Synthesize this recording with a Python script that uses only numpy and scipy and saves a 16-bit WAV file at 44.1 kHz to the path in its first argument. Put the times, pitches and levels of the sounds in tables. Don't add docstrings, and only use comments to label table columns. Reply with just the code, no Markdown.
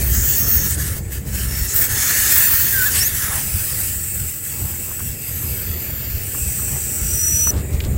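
import sys
import numpy as np
from scipy import signal
from scipy.fft import rfft, irfft
from scipy.io import wavfile
from scipy.ndimage import uniform_filter1d

SR = 44100
rng = np.random.default_rng(int(sys.argv[2]) if len(sys.argv) > 2 else 0)


def file_out(sig):
    cols = np.atleast_2d(sig).T
    lim = np.clip(cols, -1, 1)
    pcm = np.round(lim * 32767).astype(np.int16)
    wavfile.write(sys.argv[1], SR, pcm)


N = 351477
FRAME = 512
TIME = np.arange(N) / SR
BIN_HZ, FRAME_S, _ = signal.stft(np.zeros(N), SR, nperseg=FRAME)

CORE_OUT_S, CORE_FADE_S = 3.37, 0.16
SHUT_S, SHUT_TAIL_S = 7.502, 0.017
CHOKE_FADE_S = 0.036

# [t/s, favoured f/Hz, emphasis/dB, shade/dB, palm echo share 0-1]
HAND = [(5.12, 12100, -2, 4, 0.4), (5.27, 12000, 11, 3, 0.35), (5.45, 12100, 18, 3, 0.5),
        (5.64, 12100, 12, 11, 0.5), (5.72, 13400, 14, 14, 0.45), (6.08, 13800, 16, 18, 0.3),
        (6.25, 14000, 0, 11, 0)]
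# [start t/s, end t/s, level change/dB]
CHOKES = [(1.0, 1.108, -13.5), (1.199, 1.257, -13)]


def throttled_jet():
    # [t/s, level/dB]
    flow_table = [
        [(0.0, -27), (0.1, -30), (0.135, -26.5), (0.224, -29), (0.262, -30), (0.285, -26), (0.45, -28),
         (0.55, -27), (0.67, -27.5), (0.745, -29), (0.766, -33), (0.79, -27.5), (0.93, -30.5), (0.95, -34)],
        [(1.1, -34), (1.125, -31.5), (1.165, -35.5), (1.32, -35.5), (1.355, -27.5), (1.5, -30.5), (1.55, -28.5),
         (1.61, -29.5), (1.645, -27), (1.68, -31), (1.77, -25)],
        [(1.855, -22), (1.88, -29), (1.91, -22.5), (1.99, -22), (2.38, -18), (2.52, -22), (2.88, -23),
         (2.99, -22), (3.11, -27), (3.15, -24), (3.5, -26.5)],
    ]
    # [f/Hz, level per Hz/dB]
    spray_colour = [(300, -13), (900, -9.5), (1400, -1.5), (2600, -2.5), (3800, -6), (4500, -4),
                    (5600, -2.5), (9000, -1.5), (9800, 2), (10700, 1.5), (11800, 4), (13000, -2.5),
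                    (16000, -7)]
    # [f/Hz, level per Hz/dB]
    sizzle_colour = [(10800, -40), (11900, -13), (12700, -7), (13500, -2), (14300, -1), (15100, -1),
                     (15700, 1)]
    # [start t/s, end t/s, level/dB]
    sizzle_spells = [(0.018, 0.726, -15), (0.265, 0.33, -13), (0.36, 0.443, -14), (0.476, 0.59, -14),
                     (1.55, 1.68, -24), (1.735, 1.88, -11), (2.293, 2.676, -9.5), (2.66, 2.912, -12)]
    spray_db, hollow_db, stem_db, sizzle_db = 1, -11, -3.5, 5
    cupped_db = 2
    ringing_choked = 0.8

    chokes_db = sum(db * gate(start, end, CHOKE_FADE_S) for start, end, db in CHOKES)
    flow_db = curves(np.vstack(flow_table))[0]
    flow = undb(flow_db + chokes_db)
    ringing = undb(flow_db + ringing_choked * chokes_db)

    fingers = reflections([0.62, 1.13], share=0.11, drift=0.097)
    spray = undb(spray_db) * turbulence(colour(spray_colour) * fingers)

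    cupped = gate(1.92, 2.6, 0.06)
    hollow_hz = 1800 * (1 + wander(0.012, rate=6.86))
    hollow = turbulence(resonance(hollow_hz, 220), patchy_db=0.7)
    hollow = hollow * undb(hollow_db + cupped_db * cupped)

    stem_modes = resonance(8150, 1100) + 0.45 * resonance(6770, 1100)
    stem = undb(stem_db + 0.5 * walk(16)) * turbulence(stem_modes * fingers)

    spells = sum(undb(db) * gate(start, end, 0.056) ** 2 for start, end, db in sizzle_spells)
    sizzle_level = np.hypot(undb(sizzle_db) * flow, spells)
    sizzle = sizzle_level * turbulence(colour(sizzle_colour) * fingers)

    sputter = undb(0.6 * walk(40) + 0.5 * walk(200))
    before_core_leaves = np.sqrt(gate(-1, CORE_OUT_S, CORE_FADE_S))
    return (flow * spray + ringing * (hollow + stem) + sizzle) * sputter * before_core_leaves


def open_jet():
    # [t/s, jet level/dB, stem resonance level/dB]
    stream_table = [(3.5, -40.5, -31), (3.86, -40, -29), (4.03, -45, -28), (4.28, -43.5, -29.5),
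                    (4.42, -48, -33.5), (4.44, -44, -29.5), (5.12, -46, -33), (5.17, -48.5, -36.5),
                    (5.24, -44, -34.5), (5.64, -44, -35.5), (5.77, -44.5, -42), (6.15, -44.5, -44),
                    (6.25, -44, -35), (6.4, -43, -26.5), (6.91, -43.5, -26), (7.4, -41, -26),
                    (7.48, -42, -29)]
    # [f/Hz, level per Hz/dB]
    spray_colour = [(500, -13), (1100, -15.5), (3000, -6), (4000, -9), (4900, -2.5), (5600, -3.5),
                    (6700, -0.5), (9500, 5), (11000, 2), (12000, -1), (16000, -5)]
    dish_colour = [(600, -5.5), (1100, -11), (1500, 2.5), (1850, 2.5), (2250, 0), (2700, 3.5), (3200, -9.5),
                   (3900, -12), (5000, -12)]
    sizzle_colour = [(10500, -48), (11400, 0), (12000, 3.5), (12800, 3.5), (13900, 5.5), (15200, 7.5),
                     (15700, 8)]
    spray_db, dish_db, sizzle_db = 12.5, 4, 21.5
    fingers_spray_db, fingers_sizzle_db = 2, -1
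    hand_sizzle_db = -2.5
    pipe_width_hz, shoulder_db = 560, -9.5

    jet_db, stem_db = curves(stream_table)
    stem_hz = 7844 * (1 + wander(0.0027, rate=6.7))
    fingers = gate(-1, 3.92, 0.055)
    hand_hz, emphasis_db, shade_db, palm_share = hand_at(FRAME_S)
    palm = echo(0.46, palm_share * resonance(5550, 1300))
    shadow = palm * undb(-shade_db * resonance(8950, 3300))

    spray = turbulence(colour(spray_colour) * shadow)
    spray = spray * undb(spray_db + fingers_spray_db * fingers)
    dish = undb(dish_db) * turbulence(colour(dish_colour))
    pipe = resonance(stem_hz, pipe_width_hz) + undb(shoulder_db) * resonance(8460, pipe_width_hz)
    stem = undb(stem_db) * turbulence(pipe * palm, patchy_db=1.5)

    favoured = undb(emphasis_db * resonance(hand_hz, 1500))
    sizzle = turbulence(colour(sizzle_colour) * shadow * favoured, patchy_db=2.5)
    sizzle = sizzle * undb(sizzle_db + fingers_sizzle_db * fingers + hand_sizzle_db * hand_near())

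    flutter = undb(0.22 * walk(16) + 0.44 * walk(200))
    after_core_leaves = np.sqrt(gate(CORE_OUT_S, np.inf, CORE_FADE_S))
    return (undb(jet_db) * (spray + dish + sizzle) + stem) * flutter * after_core_leaves


def spits():
    # [start t/s, end t/s, start f/Hz, end f/Hz, width/Hz, final level/dB]
    bursts = [(2.715, 2.738, 1780, 1740, 220, -32), (2.948, 2.998, 2400, 3300, 2400, -26.5),
              (3.2, 3.37, 1900, 1300, 1000, -31), (3.27, 3.41, 1050, 800, 550, -38)]
    rise_db = 3.5
    out = 0
    for start, end, *band, db in bursts:
        swell_db = np.interp(TIME, [start, end], [db - rise_db, db])
        out = out + undb(swell_db) * gate(start, end, 0.03) * airy_glide(start, end, *band)
    return out * undb(2 * walk(260))


def edge_tones():
    # [start t/s, end t/s, start f/Hz, end f/Hz, width/Hz, level/dB]
    tone_table = [(0.119, 0.383, 7250, 7130, 1740, -24), (0.371, 0.688, 6400, 6510, 350, -28.5),
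                  (0.358, 0.688, 5530, 5600, 350, -33), (0.683, 0.758, 7860, 8250, 2600, -25),
                  (1.473, 1.745, 5420, 5440, 250, -36.5), (1.677, 1.736, 7400, 7100, 1500, -25),
                  (1.743, 1.872, 8100, 8100, 500, -28), (1.95, 2.391, 6480, 6660, 800, -26.5),
                  (2.0, 2.74, 4300, 4360, 220, -38), (2.95, 3.002, 8000, 8400, 900, -19.5),
                  (2.955, 3.0, 5000, 5400, 1500, -29), (2.945, 3.0, 11500, 12600, 2600, -21.5),
                  (3.122, 3.434, 12800, 8600, 1400, -31), (3.25, 3.498, 8000, 7860, 550, -38),
                  (5.658, 6.203, 7180, 7270, 400, -41.5), (6.404, 7.103, 5900, 5800, 400, -41),
                  (7.099, 7.51, 8460, 8600, 600, -30)]
    out = 0
    for start, end, *band, db in tone_table:
        fade = gate(start, end, (end - start) / 4)
        out = out + undb(db) * fade * airy_glide(start, end, *band)
    return out


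def squeal():
    # [t/s, pitch f/Hz, level/dB]
    pitch_table = [(2.725, 1640, -34), (2.75, 1595, -25), (2.818, 1492, -20), (2.845, 1510, -22.5),
                   (2.858, 1670, -21), (2.872, 1730, -21), (2.905, 1490, -32)]
    return whistle(pitch_table, jitter=0.009, waver=0.004, flutter_db=1.2, octave_db=-21, octave_rise_db=5)


def chirp():
    # [t/s, pitch f/Hz, level/dB]
    pitch_table = [(2.996, 5330, -28), (3.024, 5600, -18.5), (3.048, 6080, -27), (3.066, 6490, -27),
                   (3.083, 6900, -27)]
    return whistle(pitch_table, jitter=0.014, waver=0.002, flutter_db=2.2, octave_db=-7, octave_rise_db=19)


def stem_whistle():
    # [t/s, pitch f/Hz, level/dB]
    pitch_table = [(7.04, 5850, -39), (7.125, 5850, -25.5), (7.19, 5858, -24), (7.24, 5865, -21),
                   (7.405, 5895, -16.5), (7.455, 5900, -18), (7.486, 5920, -14), (7.506, 5930, -15)]
    throb_db, throb_hz, settle_s = 4.5, 40, 0.3
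    (start, start_hz, _), (end, end_hz, _) = pitch_table[0], pitch_table[-1]
    unsettled = np.exp(-np.maximum(TIME - start, 0) / settle_s)
    throb = np.sin(2 * np.pi * np.cumsum(throb_hz * (1 + 0.3 * walk(20))) / SR)
    tone = whistle(pitch_table, jitter=0.0035, waver=0.001, flutter_db=0.8, octave_db=-21, octave_rise_db=6)
    airy = airy_glide(start, end, start_hz, end_hz, width_hz=220)
    airy = airy * undb(curves(pitch_table)[1]) * gate(start, end, 0.004)
    airy_share = 0.7 * unsettled ** 3
    mix = np.sqrt(1 - airy_share) * tone + np.sqrt(airy_share) * airy
    return undb(throb_db * unsettled * throb + 0.8 * walk(45)) * mix


def whistle(table, jitter, waver, flutter_db, octave_db, octave_rise_db=0):
    hz, db = curves(table)
    start, end = table[0][0], table[-1][0]
    shaken_hz = hz * (1 + jitter * walk(900) + waver * walk(60))
    phase = 2 * np.pi * np.cumsum(shaken_hz) / SR
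    rise = np.interp(TIME, [start, end], [0, 1]) ** 2
    octave = undb(octave_db + octave_rise_db * rise)
    tone = undb(db) * (np.sin(phase) + octave * np.sin(2 * phase))
    return np.sqrt(2) * tone * undb(flutter_db * walk(150)) * gate(start, end, 0.0003)


def leak(flowing):
    # [f/Hz, level per Hz/dB]
    leak_colour = [(900, -15), (2000, 0), (3200, -11), (4500, -17), (6000, -19), (7100, 1), (7800, 3),
                   (8900, -3.5), (10000, -5), (10800, -19), (12000, 1.5), (12750, -11), (14100, -2),
                   (15700, -2)]
    leak_db, choked_db = -33.5, -6.5
    choked = sum(gate(start, end, CHOKE_FADE_S) for start, end, _ in CHOKES)
    return undb(leak_db) * turbulence(colour(leak_colour)) * (1 - flowing + undb(choked_db) * choked)


def mirrored(x):
    # [lag/ms, level/dB]
    mirrors = [(2.3, -19), (4.6, -17), (7.7, -15)]
    echoes = sum(undb(db) * np.interp(TIME - lag_ms / 1000, TIME, x, left=0) for lag_ms, db in mirrors)
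    return (x + echoes) / np.sqrt(1 + sum(undb(db) ** 2 for _, db in mirrors))


def knocks():
    # [t/s, peak level/dB, ring f/Hz]
    knock_table = [(4.617, -31, 700), (4.738, -34, 950), (4.914, -27.5, 950), (4.992, -28, 1400),
                   (5.004, -23.5, 1350), (6.347, -22, 1300), (6.388, -32, 1100), (6.6, -33, 1150),
                   (6.732, -32, 850), (6.762, -30, 750), (7.472, -17.5, 1200)]
    return taps(knock_table, decay_s=0.005, scrape=0.06, spread=0.3)


def grit():
    # [t/s, peak level/dB, ring f/Hz]
    crack_table = [(7.539, -30, 3700), (7.577, -31, 4600), (7.8035, -17.5, 3000), (7.806, -20, 2700),
                   (7.8085, -26, 2800), (7.840, -28, 2600), (7.850, -24, 4800)]
    return taps(crack_table, decay_s=0.002, scrape=0.4, spread=0.45)


def taps(table, decay_s, scrape, spread):
    out, t = np.zeros(N), TIME[:SR // 16]
    for s, db, hz in table:
        edges_hz = [hz / (1 + spread), min(hz * (1 + spread), SR / 3)]
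        band = signal.butter(2, edges_hz, "band", fs=SR, output="sos")
        contact = (t == 0) + scrape * rng.standard_normal(len(t)) * np.exp(-t / decay_s)
        tap = signal.sosfilt(band, contact)
        i = int(s * SR)
        out[i:i + len(t)] += (undb(db) * tap / np.abs(tap).max())[:N - i]
    return out


def scuffs():
    # [start t/s, end t/s, centre f/Hz, level/dB]
    scuff_table = [(4.52, 4.76, 950, -47), (4.85, 4.93, 1000, -47), (6.59, 6.62, 1200, -43),
                   (6.7, 6.8, 900, -45), (7.52, 7.61, 1300, -42), (7.555, 7.615, 4200, -41.5),
                   (7.815, 7.87, 3300, -43.5)]
    cracks_per_s, crack_spread_db, band_spread = 1400, 7, 0.35
    out = 0
    for start, end, hz, db in scuff_table:
        happens = rng.random(N) < cracks_per_s / SR
        size = undb(crack_spread_db * rng.uniform(-0.76, 1, N))
        cracks = happens * rng.choice([-1, 1], N) * size
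        edges_hz = [hz / (1 + band_spread), hz * (1 + band_spread)]
        band = signal.butter(2, edges_hz, "band", fs=SR, output="sos")
        crunch = signal.sosfilt(band, cracks)
        out = out + undb(db) * gate(start, end, (end - start) / 2) * crunch / crunch.std()
    return out


def rumble():
    # [t/s, low rumble level/dB, upper rumble level/dB]
    rumble_table = [(0, -25.5, -36.5), (1.0, -27, -39), (1.65, -29, -39.5), (1.71, -38, -38.5),
                    (2.5, -39, -41.5), (3.3, -33, -41.5), (3.65, -39.5, -44), (4.25, -34.5, -44),
                    (4.38, -51, -48.5), (4.6, -37, -41), (5.15, -43, -43.5), (5.4, -34.5, -40.5),
                    (6.95, -36.5, -39.5), (7.47, -31, -39), (7.52, -31, -31.5), (7.97, -22, -34)]
    # [t/s, boom level/dB, body level/dB]
    gust_table = [(0.09, -19, -33), (0.23, -21.5, -32), (0.63, -24, -29), (0.95, -22, -29),
                  (1.621, -22, -34), (1.92, -33, -28), (2.23, -26, -38), (2.77, -36, -29), (3.15, -28, -31),
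                  (3.56, -26, -26), (4.22, -37, -28), (4.65, -28, -25.5), (5.06, -27.5, -25.5),
                  (5.44, -32, -27), (5.71, -25.5, -29), (5.9, -31, -32), (6.15, -24, -29.5),
                  (6.46, -22.5, -27.5), (6.73, -28, -25.5), (7.05, -19.5, -27), (7.33, -26, -26.5),
                  (7.58, -18.5, -21), (7.75, -16.5, -26), (7.93, -28, -23)]
    # [f/Hz, level per Hz/dB]
    boom_colour = [(20, -15), (35, -18), (50, -7.5), (62, -1.5), (76, 2), (92, -26), (130, -56.5)]
    body_colour = [(65, -14.5), (84, 1.5), (99, 1), (113, -6), (127, -2.5), (140, -6), (154, -10.5),
                   (178, -19.5), (193, -10), (215, -15.5), (260, -33), (400, -66)]
    upper_colour = [(170, -2), (235, 0), (285, 1), (325, -2.5), (380, -1.5), (500, -5.5), (670, -12),
                    (900, -18), (1500, -25.5), (4000, -72)]
    gust_s = 0.042
    boom_db, body_db, body_follows = 1, -13.5, 0.52
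    upper_follows = 0.39

    low_db, upper_db = curves(rumble_table)
    buffet_db = 1.57 * walk(14)
    low_level = undb(low_db + buffet_db)
    boom_gusts, body_gusts = sum(
        undb(dbs)[:, None] * np.exp(-((TIME - s) / gust_s) ** 2) for s, *dbs in gust_table)

    hum_share = 0.78 * np.exp(-TIME / 2)
    hum = np.sqrt(2) * np.sin(2 * np.pi * np.cumsum(62.2 * (1 + 0.022 * walk(13))) / SR)
    boom = np.sqrt(hum_share) * hum + np.sqrt(1 - hum_share) * low_noise(boom_colour, evenness=0.95)
    boom = boom * np.hypot(undb(boom_db) * low_level, boom_gusts)

    body = low_noise(body_colour, evenness=0.8)
    body = body * np.hypot(undb(body_db) * low_level ** body_follows, body_gusts)
    upper = low_noise(upper_colour, evenness=1)
    upper = upper * undb(upper_db + upper_follows * buffet_db + 1.3 * walk(40))
    return (boom + body) * undb(1.4 * walk(40)) + upper


def low_noise(points, evenness):
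    spectrum = rfft(rng.standard_normal(N)) * colour(points, np.fft.rfftfreq(N, 1 / SR))
    noise = irfft(spectrum, N)
    power = uniform_filter1d(noise ** 2, size=SR // 12)
    noise = noise / power ** (evenness / 2)
    return noise / noise.std()


def turbulence(gain, patchy_db=3.0):
    white = signal.stft(rng.standard_normal(N), nperseg=FRAME)[2]
    flicker = uniform_filter1d(rng.standard_normal(white.shape), size=3, axis=0)
    flicker = uniform_filter1d(flicker, size=14, axis=1)
    gain = gain * undb(patchy_db * flicker / flicker.std())
    even_gain = gain / np.sqrt(np.mean(gain ** 2, axis=0))
    return signal.istft(white * even_gain, nperseg=FRAME)[1][:N]


def airy_glide(start, end, start_hz, end_hz, width_hz):
    phase = 2 * np.pi * np.cumsum(np.interp(TIME, [start, end], [start_hz, end_hz])) / SR
    low_pass = signal.butter(2, width_hz / 2, fs=SR, output="sos")
    airy = signal.sosfilt(low_pass, rng.standard_normal((2, N)))
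    return (airy[0] * np.cos(phase) + airy[1] * np.sin(phase)) / airy.std()


def hand_near():
    return gate(HAND[0][0], HAND[-1][0], 0.1)


def hand_at(frames_s):
    hz, *effects = curves(HAND, frames_s)
    near = np.interp(frames_s, TIME, hand_near())
    return [hz] + [near * effect for effect in effects]


def reflections(lags_ms, share, drift):
    return np.prod([echo(lag * (1 + wander(drift, rate=4)), share) for lag in lags_ms], axis=0)


def echo(lag_ms, share):
    turn = np.exp(-2j * np.pi * BIN_HZ[:, None] * lag_ms / 1000)
    return np.abs(1 + np.clip(share, 0, 0.8) * turn)


def resonance(centre_hz, width_hz):
    detuning = 2 * (BIN_HZ[:, None] - centre_hz) / width_hz
    return 1 / (1 + (np.sqrt(2) - 1) * detuning ** 2)


def colour(points, hz=BIN_HZ[:, None]):
    f, db = np.transpose(points)
    level_db = np.interp(np.log(hz + 1), np.log(f), db)
    return undb(level_db) * np.minimum(hz / f[0], 1) ** 2


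def walk(rate):
    steps = rng.standard_normal(int(N / SR * rate) + 2)
    joined = np.interp(TIME * rate, np.arange(len(steps)), steps)
    return 1.625 * uniform_filter1d(joined, int(SR / rate / 2) + 1)


def wander(depth, rate):
    return depth * np.interp(FRAME_S, TIME, walk(rate))


def gate(start, end, fade):
    return np.clip(np.minimum(TIME - start, end - TIME) / fade + 0.5, 0, 1)


def curves(table, at=TIME):
    s, *columns = np.transpose(table)
    return [np.interp(at, s, c) for c in columns]


def undb(db):
    return 10 ** (np.asarray(db) / 20)


def scene():
    flowing = np.exp(-np.maximum(TIME - SHUT_S, 0) / SHUT_TAIL_S)
    hiss = mirrored(throttled_jet() + open_jet() + edge_tones() + spits())
    tones = squeal() + chirp() + stem_whistle()
    air = hiss * flowing + tones + leak(flowing)
    ground = knocks() + grit() + scuffs()
    return np.tile(air + ground + rumble(), (2, 1))


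def record(dry):
    low_pass = signal.ellip(12, 0.1, 90, 15750, fs=SR, output="sos")
    return signal.sosfilt(low_pass, dry)


dry = scene()
out = record(dry)
file_out(out)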